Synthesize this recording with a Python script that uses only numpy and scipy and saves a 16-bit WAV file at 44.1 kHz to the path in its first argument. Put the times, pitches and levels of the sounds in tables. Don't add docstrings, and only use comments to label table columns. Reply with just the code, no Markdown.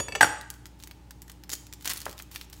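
import sys
import numpy as np
from scipy import signal
from scipy.fft import rfft, irfft
from scipy.io import wavfile

SR = 44100
rng = np.random.default_rng(int(sys.argv[2]) if len(sys.argv) > 2 else 0)


def wav_out(sig):
    wavfile.write(sys.argv[1], SR, np.round(np.clip(np.atleast_2d(sig).T, -1, 1) * 32767).astype(np.int16))


N = 114660

# start in seconds, then clack, wood, blade and thud levels in dB.
EDGE_TAPS = [(0.0, -33.5, -30.5, -32, -31.5), (0.0831, -44.5, -31, -43, -42),
             (0.1221, -48, -31.5, -53.5, -42), (0.1508, -32.5, -25, -52.5, -48),
             (0.1558, -35.5, -28.5, -54, -50)]
# start in seconds, then clack, knock, clink and thud levels
# in dB, and the knock's pitch ratio.
FLAT_DROPS = [(0.2083, -19, -3.5, -28, -35, 1.028), (.2118, -24, -13, -30.5, -42, 0.97),
              (0.2232, -31.5, -32, -21, -30, 0.94), (0.229, -23.5, -3.5, -32.5, -37, .99),
              (0.243, -30, -17, -34.5, -31.5, 0.91)]
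# frequency in Hz, level in dB, T60 in seconds.
TICK_MODES = [(790, -3.5, 0.04), (963, -11, 0.055), (1360, -10, 0.038), (1758, 2.5, 0.026),
              (2267, -7.5, 0.057), (2640, -9.5, 0.1), (2900, -4, 0.0264), (3359, -10.5, 0.047),
              (4573, -3.5, 0.026), (5227, -14, 0.012), (5950, -8.5, 0.043), (7800, -13, 0.064),
              (8330, -10.5, 0.0354)]
KNOCK_MODES = [(305.9, -29.5, 0.26), (603, -21.5, 0.086), (695, -18.5, 0.067), (862.4, -7, 0.085),
               (1054, -20, .04), (1160, -21, 0.047), (1524, -2, 0.037), (1616, -0.5, 0.022),
               (1890, -3.5, 0.025), (2047, -16.5, 0.022), (2614, -25, 0.088), (2860, -21, 0.045)]
# frequency in Hz, level ringing free in dB, level slapped flat
# in dB, free T60 in seconds.
BLADE_MODES = [(3451, -22, -12, .3), (4632, -6, -10, .25), (5642, -17, -7.5, .3), (5790, -24, -8.5, .3),
               (6818, -1, -7, .42), (6950, -18, -7, .3), (7195, -22, -8, .3), (8105, -15, -2, .36),
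               (8622, -22, -10, .25), (9512, -14, -13, .15), (10402, -24, -17, .2), (11038, -11, -11, .16),
               (12400, -21, -16, .17), (13470, -29, -20, .16), (15520, -30, -26, .1)]
# frequency in Hz, gain in dB.
CLACK_EQ = [(100, -20.5), (300, -9), (520, 1), (1200, 3), (2800, 0), (4000, -5), (6000, -9), (11000, -13),
            (16000, -21)]
THUD_EQ = [(30, -27.5), (85, 4.5), (170, -3.5), (300, -2.5), (550, -2.5), (900, -11), (2500, -45.5),
           (16000, -74.5)]
BUMP_EQ = [(60, -20), (250, -9.5), (550, 2.5), (1000, 1), (1800, -2.5), (2400, -14), (5000, -36),
           (16000, -47)]
# frequency in Hz, T60 in seconds.
REVERB_T60 = [(100, 0.25), (500, 0.44), (1400, 0.61), (3700, 0.56), (8000, 0.55), (16000, .35)]
# frequency in Hz, gain in dB.
REVERB_EQ = [(60, 6), (620, 4.5), (860, -0.5), (1200, 3.5), (1600, -5), (2300, 1), (8000, -1), (16000, -2)]
# frequency in Hz, gain in dB.
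RUMBLE_EQ = [(20, -16), (45, -10), (100, 6), (200, -6.5), (330, -3.5), (480, -14), (720, -17.5), (850, -7),
             (1050, -19.5), (2500, -23.5), (8000, -31.5), (16000, -45.5)]
# frequency in Hz, rms level in dB.
HUM_PARTIALS = [(59.6, -52.5), (119.4, -62), (179, -64.5), (239, -74), (298, -65)]
# start in seconds, level in dB, centre in Hz, decay time constant in
# milliseconds, hollow body gain in dB.
SKIN_SNAPS = [(0.4122, -34, 6490, 0.44, 4), (0.5028, -25.5, 9000, 0.47, 0), (0.54, -43, 7490, 0.63, 5),
              (0.6566, -35, 5650, 1.4, 7.5), (0.6665, -41.5, 7600, 1.8, -8), (0.801, -44, 5000, 1.1, 5),
              (0.826, -40.5, 5160, 1.5, -4), (0.8371, -33, 5860, 0.49, -1), (0.8733, -36, 8600, 2.1, 6),
              (0.9117, -35.5, 3900, 0.48, 4), (1.1081, -34, 7840, 2.6, 5.5),
              (1.2194, -35.5, 8370, 1.16, -4), (1.226, -43.5, 11200, 0.63, -3),
              (1.2804, -42.5, 6510, 0.67, 9), (1.2971, -35, 5460, 3.5, 6.5),
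              (1.3175, -39.5, 9000, 0.66, -3), (1.4368, -38, 4920, 1.6, 2), (1.494, -29, 7900, 1.5, 5),
              (1.502, -27, 6160, 0.43, -9), (1.5166, -27.5, 6070, 1.3, -5), (1.529, -26, 6770, 1, -12),
              (1.5328, -26.5, 6150, 1.3, 5), (1.538, -24, 6900, 1.2, -11), (1.5528, -30, 6370, 0.51, -16),
              (1.6678, -40, 6070, 1.2, -4), (1.727, -32.5, 5730, 0.87, 2.5), (1.736, -32.5, 6400, 1.4, -7),
              (1.8096, -41.5, 5480, 1.75, 4), (1.8246, -43, 8600, 0.75, -6), (1.8465, -31, 4700, 1.2, -2),
              (1.8562, -23, 8700, 1.4, 1), (1.8739, -26, 3000, 0.66, 14), (1.8764, -19, 5600, 0.84, -7),
              (1.895, -28.5, 11000, 1.8, -16), (1.9007, -22.5, 6600, 0.36, -22),
              (1.9049, -25.5, 5040, 1, 3), (1.9144, -28, 4550, 0.99, 6), (1.935, -23.5, 11000, 0.6, -10),
              (1.9617, -33, 7000, 0.69, -2), (1.9727, -30, 6600, 0.52, -7), (1.9762, -28, 8850, 1.8, -4),
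              (2.0037, -31, 7060, 0.51, -11), (2.0167, -29.5, 6030, 0.75, 0),
              (2.0555, -27.5, 6840, 0.94, -1), (2.0949, -34.5, 5560, 1.7, 0), (2.1124, -36, 8000, 1, -2),
              (2.1286, -36.5, 7950, 0.81, 6), (2.1793, -36.5, 4740, 1, -2), (2.1906, -33.5, 6750, 0.53, -5),
              (2.199, -33, 3400, 3, 9.5), (2.223, -33.5, 9600, 0.62, -9), (2.3494, -35.5, 10000, 1.2, 6),
              (2.3595, -24.5, 3500, 1.6, 0), (2.4122, -30, 3250, 1.8, 0), (2.4999, -41, 11000, 0.41, -3),
              (2.529, -37.5, 6060, 3.9, 3.5)]
# start in seconds, length in seconds, opening
# level in dB, level change over the stroke in dB, the bright ring's share of the power from 0 to 1.
FINGER_RUBS = [(0.64, 1, -73.5, 1, 0), (0.79, 0.077, -63, -1, 0.18), (1.27, 0.053, -71, 4, 0.03),
               (1.545, 0.11, -56, -20, .85), (1.8, 0.051, -58, 5, 0.032), (2.17, 0.048, -60.5, 8.5, 0),
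               (2.313, 0.071, -45, -9, 0.08), (2.375, 0.079, -57.5, 1.5, 0.14),
               (2.527, 0.015, -46, 2, 0.074), (2.545, .06, -55.5, -4, 0.16)]
SKIN_RIPS = [(1.519, 0.021, -34.5, 4, .85), (1.852, 0.037, -37, -1.5, 0.08), (1.893, 0.031, -34, 2, 0.07),
             (1.92, 0.113, -46.5, -5, 0.02), (2.05, 0.078, -50, -4.5, 0)]
# frequency in Hz, gain in dB.
SNAP_EQ = [(60, -1), (250, -1), (500, -5.5), (1500, 5), (4000, 3), (7000, 0.5), (9500, -2), (16000, 3)]
RUB_EQ = [(100, -10), (700, -7), (2500, -0.5), (6500, 0.5), (9500, -2.5), (16000, -2)]
RIP_EQ = [(60, -6), (200, -6.5), (400, -5), (700, -4.5), (1700, 2.5), (3200, -0.5), (6500, -3), (9500, -4),
          (16000, -5)]
# frequency in Hz, gain in dB.
BRIGHT_RING_EQ = [(100, -19), (400, 0.5), (900, -24.5), (3000, -29), (5800, -10.5), (6700, 3), (7900, 0.5),
                  (8600, -12.5), (16000, -11)]
# start in seconds, knock level in dB, thud level in dB.
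ONION_BUMPS = [(2.0633, -32, -53), (2.078, -43.5, -54), (2.087, -58, -43)]

THUD_T60_S, THUD_RISE_S = 0.069, 0.00045
SLAP_T60_S, SLAP_RISE_S, SLAP_DETUNE = 0.11, 0.0022, 0.0015
AFTER_RING_S, AFTER_RING_DB, CHOKE_DB = 0.23, -33.5, -8
SNAP_WIDTH_OCT, SNAP_SKIRT_DB, HOLLOW_BELOW_HZ = 0.54, -2.5, 2360
KNIFE_SEND_DB, ONION_SEND_DB = -12, -13.5


def amp(db):
    return 10 ** (np.asarray(db) / 20)


def unit(x):
    return x / np.sqrt(np.mean(x ** 2) + 1e-20)


def read(points, hz):
    f, value = np.transpose(points)
    return np.interp(np.log(hz + 1), np.log(f), value)


def add(mix, s, sound):
    part = mix[max(round(s * SR), 0):][:len(sound)]
    part += sound[:len(part)]


def freqs(x):
    return np.fft.rfftfreq(len(x), 1 / SR)


def colour(x, eq, size=4096):
    log_gain = np.log(amp(read(eq, abs(np.fft.fftfreq(size, 1 / SR)))))
    taps = np.fft.ifft(np.exp(np.conj(signal.hilbert(log_gain)))).real[:size // 2]
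    return signal.fftconvolve(x, taps)[:len(x)]


def burst(t, t60_s, rise_s):
    envelope = (1 - np.exp(-t / rise_s)) * np.exp(-np.log(1000) * t / t60_s)
    spectrum = rfft(rng.standard_normal(len(t)) * envelope)
    whitened = unit(irfft(spectrum / (abs(spectrum) + 1e-12), len(t)))
    cluster = whitened * np.minimum(1, envelope / envelope.max() * 2)
    return cluster / np.linalg.norm(cluster)


def blow(eq, t60_s, rise_s):
    hit = colour(burst(np.arange(SR // 4) / SR, t60_s, rise_s), eq)
    return hit / np.linalg.norm(hit) * np.sqrt(SR / 100)


def ring(modes, t, scatter_db):
    out = np.zeros(len(t))
    for k, (hz, db, t60_s) in enumerate(modes):
        envelope = amp(db + scatter_db * rng.standard_normal()) * np.exp(-np.log(1000) * t / t60_s)
        out += (-1) ** k * envelope * np.sin(2 * np.pi * hz * t)
    return out


def steel_on_wood(clack_db, thud_db):
    clack = amp(clack_db) * blow(CLACK_EQ, t60_s=0.042, rise_s=0.0005)
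    return clack + amp(thud_db) * blow(THUD_EQ, THUD_T60_S, THUD_RISE_S)


def bending_wave(t, from_hz=1100, to_hz=374, glide_s=0.007):
    hz = to_hz + (from_hz - to_hz) * np.exp(-t / glide_s)
    swell = 2 * (t / glide_s) ** 2 * np.exp(-1.5 * t / glide_s)
    return amp(-3.5) * swell * np.sin(2 * np.pi * np.cumsum(hz) / SR)


def chatter(t, depth=0.78, cutoff_hz=89):
    pole = [1, -np.exp(-2 * np.pi * cutoff_hz / SR)]
    wobble = signal.lfilter([1], np.convolve(pole, pole), rng.standard_normal(len(t)))
    return 1 + depth * unit(wobble)


def knife():
    out, t = np.zeros(N), np.arange(SR) / SR
    free_modes = [(hz, db, t60_s) for hz, db, _, t60_s in BLADE_MODES]
    attack = 1 - np.exp(-t / 0.0006)
    slap_attack = 1 - np.exp(-t / SLAP_RISE_S)
    next_starts = [row[0] for row in [*EDGE_TAPS[1:], FLAT_DROPS[0]]]
    for (start, clack_db, wood_db, blade_db, thud_db), next_start in zip(EDGE_TAPS, next_starts):
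        add(out, start, steel_on_wood(clack_db, thud_db))
        tick = attack * ring(TICK_MODES, t, scatter_db=4) + bending_wave(t)
        choke = amp(CHOKE_DB * np.clip((start + t - next_start) / SLAP_RISE_S, 0, 1))
        blade = choke * ring(free_modes, t, scatter_db=6.5)
        add(out, start, amp(wood_db) * tick + amp(blade_db) * blade)
    for start, clack_db, knock_db, clink_db, thud_db, pitch in FLAT_DROPS:
        pressed_modes = [(hz * (1 + SLAP_DETUNE * rng.standard_normal()), db, SLAP_T60_S)
                         for hz, _, db, _ in BLADE_MODES]
        add(out, start, steel_on_wood(clack_db, thud_db))
        knock = attack * ring(KNOCK_MODES, pitch * t, scatter_db=1.5)
        clink = slap_attack * sum(chatter(t) * ring([mode], t, scatter_db=2) for mode in pressed_modes)
        add(out, start, amp(knock_db) * knock + amp(clink_db) * clink)
    add(out, AFTER_RING_S, amp(AFTER_RING_DB) * ring(free_modes, t, scatter_db=3.5))
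    return out


def room_tone(rumble_db=-55.5):
    t = np.arange(N) / SR
    hum = sum(amp(db) * np.sqrt(2) * np.sin(2 * np.pi * (hz * t + rng.random()))
              for hz, db in HUM_PARTIALS)
    rumble = irfft(rfft(rng.standard_normal(N)) * amp(read(RUMBLE_EQ, freqs(t))), N)
    return hum + amp(rumble_db) * unit(rumble)


def kitchen_reverb(send, predelay_s=0.0028):
    hz, t, bands = signal.stft(rng.standard_normal(SR), SR, nperseg=256)
    decay = np.exp(-np.log(1000) * t / read(REVERB_T60, hz)[:, None])
    tail = signal.istft(bands * amp(read(REVERB_EQ, hz))[:, None] * decay, SR)[1]
    tail *= np.clip(np.arange(len(tail)) / SR / predelay_s - 1, 0, 1)
    return signal.fftconvolve(send, tail / np.linalg.norm(tail))[:N]


def flake_eq(eq, ripple_db=3):
    hz = np.geomspace(40, SR / 2, 110)
    return np.c_[hz, read(eq, hz) + ripple_db * rng.standard_normal(len(hz))]


def skin_snaps():
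    out, t = np.zeros(N), np.arange(4096) / SR
    hz = np.geomspace(40, SR / 2, 60)
    for start, db, centre_hz, decay_ms, body_db in SKIN_SNAPS:
        crack = burst(t, t60_s=np.log(1000) * decay_ms / 1000, rise_s=1 / SR)
        shiver = amp(-6) * burst(t, t60_s=0.052, rise_s=0.002)
        peak = np.exp(-0.5 * (np.log2(hz / centre_hz) / SNAP_WIDTH_OCT) ** 2) + amp(SNAP_SKIRT_DB)
        hollow_db = body_db / (1 + (hz / HOLLOW_BELOW_HZ) ** 4)
        tone_db = read(SNAP_EQ, hz) + hollow_db + 20 * np.log10(peak)
        snap = colour(crack + shiver, flake_eq(np.c_[hz, tone_db]))
        snap *= np.sqrt(SR / 1000) / np.linalg.norm(snap)
        add(out, start, amp(db) * snap)
    return out


def fractures(per_s, spread_db, clump_db=3.5, clump_hz=160):
    size = amp(spread_db * np.minimum(rng.exponential(1, N), 4))
    clumps = unit(irfft(rfft(rng.standard_normal(N)) * (freqs(size) < clump_hz), N))
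    return size * amp(clump_db * clumps) * rng.choice([-1, 1], N) * (rng.random(N) < per_s / SR)


def skin_strokes(strokes, eq, clicks_per_s, spread_db, flakes=6, edge_s=0.0043):
    out, t = np.zeros(N), np.arange(N) / SR
    crackle = unit(sum(colour(fractures(clicks_per_s / flakes, spread_db), flake_eq(eq))
                       for _ in range(flakes)))
    bright = unit(colour(fractures(clicks_per_s, spread_db), BRIGHT_RING_EQ))
    for start, length, db, change_db, ring_share in strokes:
        gate = np.clip(np.minimum(t - start, start + length - t) / edge_s + 0.5, 0, 1)
        fader = amp(db + change_db * np.clip((t - start) / length, 0, 1))
        out += gate * fader * (np.sqrt(1 - ring_share) * crackle + np.sqrt(ring_share) * bright)
    return out


def onion_bump():
    out = np.zeros(N)
    for start, knock_db, thud_db in ONION_BUMPS:
        add(out, start, amp(knock_db) * blow(BUMP_EQ, t60_s=0.036, rise_s=0.00079))
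        add(out, start, amp(thud_db) * blow(THUD_EQ, THUD_T60_S, THUD_RISE_S))
    return out


def scene():
    steel = knife()
    onion = skin_snaps()
    onion += skin_strokes(SKIN_RIPS, RIP_EQ, clicks_per_s=3500, spread_db=3)
    onion += skin_strokes(FINGER_RUBS, RUB_EQ, clicks_per_s=4000, spread_db=4.5)
    onion += onion_bump()
    reverb = kitchen_reverb(amp(KNIFE_SEND_DB) * steel + amp(ONION_SEND_DB) * onion)
    return (steel + onion + reverb + room_tone())[None]


def record(dry):
    clipped = np.clip(dry, -0.92, 0.92)
    taps = signal.firwin(255, 16000, window=("kaiser", 9), fs=SR)
    return signal.oaconvolve(clipped, taps[None], "same")


dry = scene()
out = record(dry)
wav_out(out)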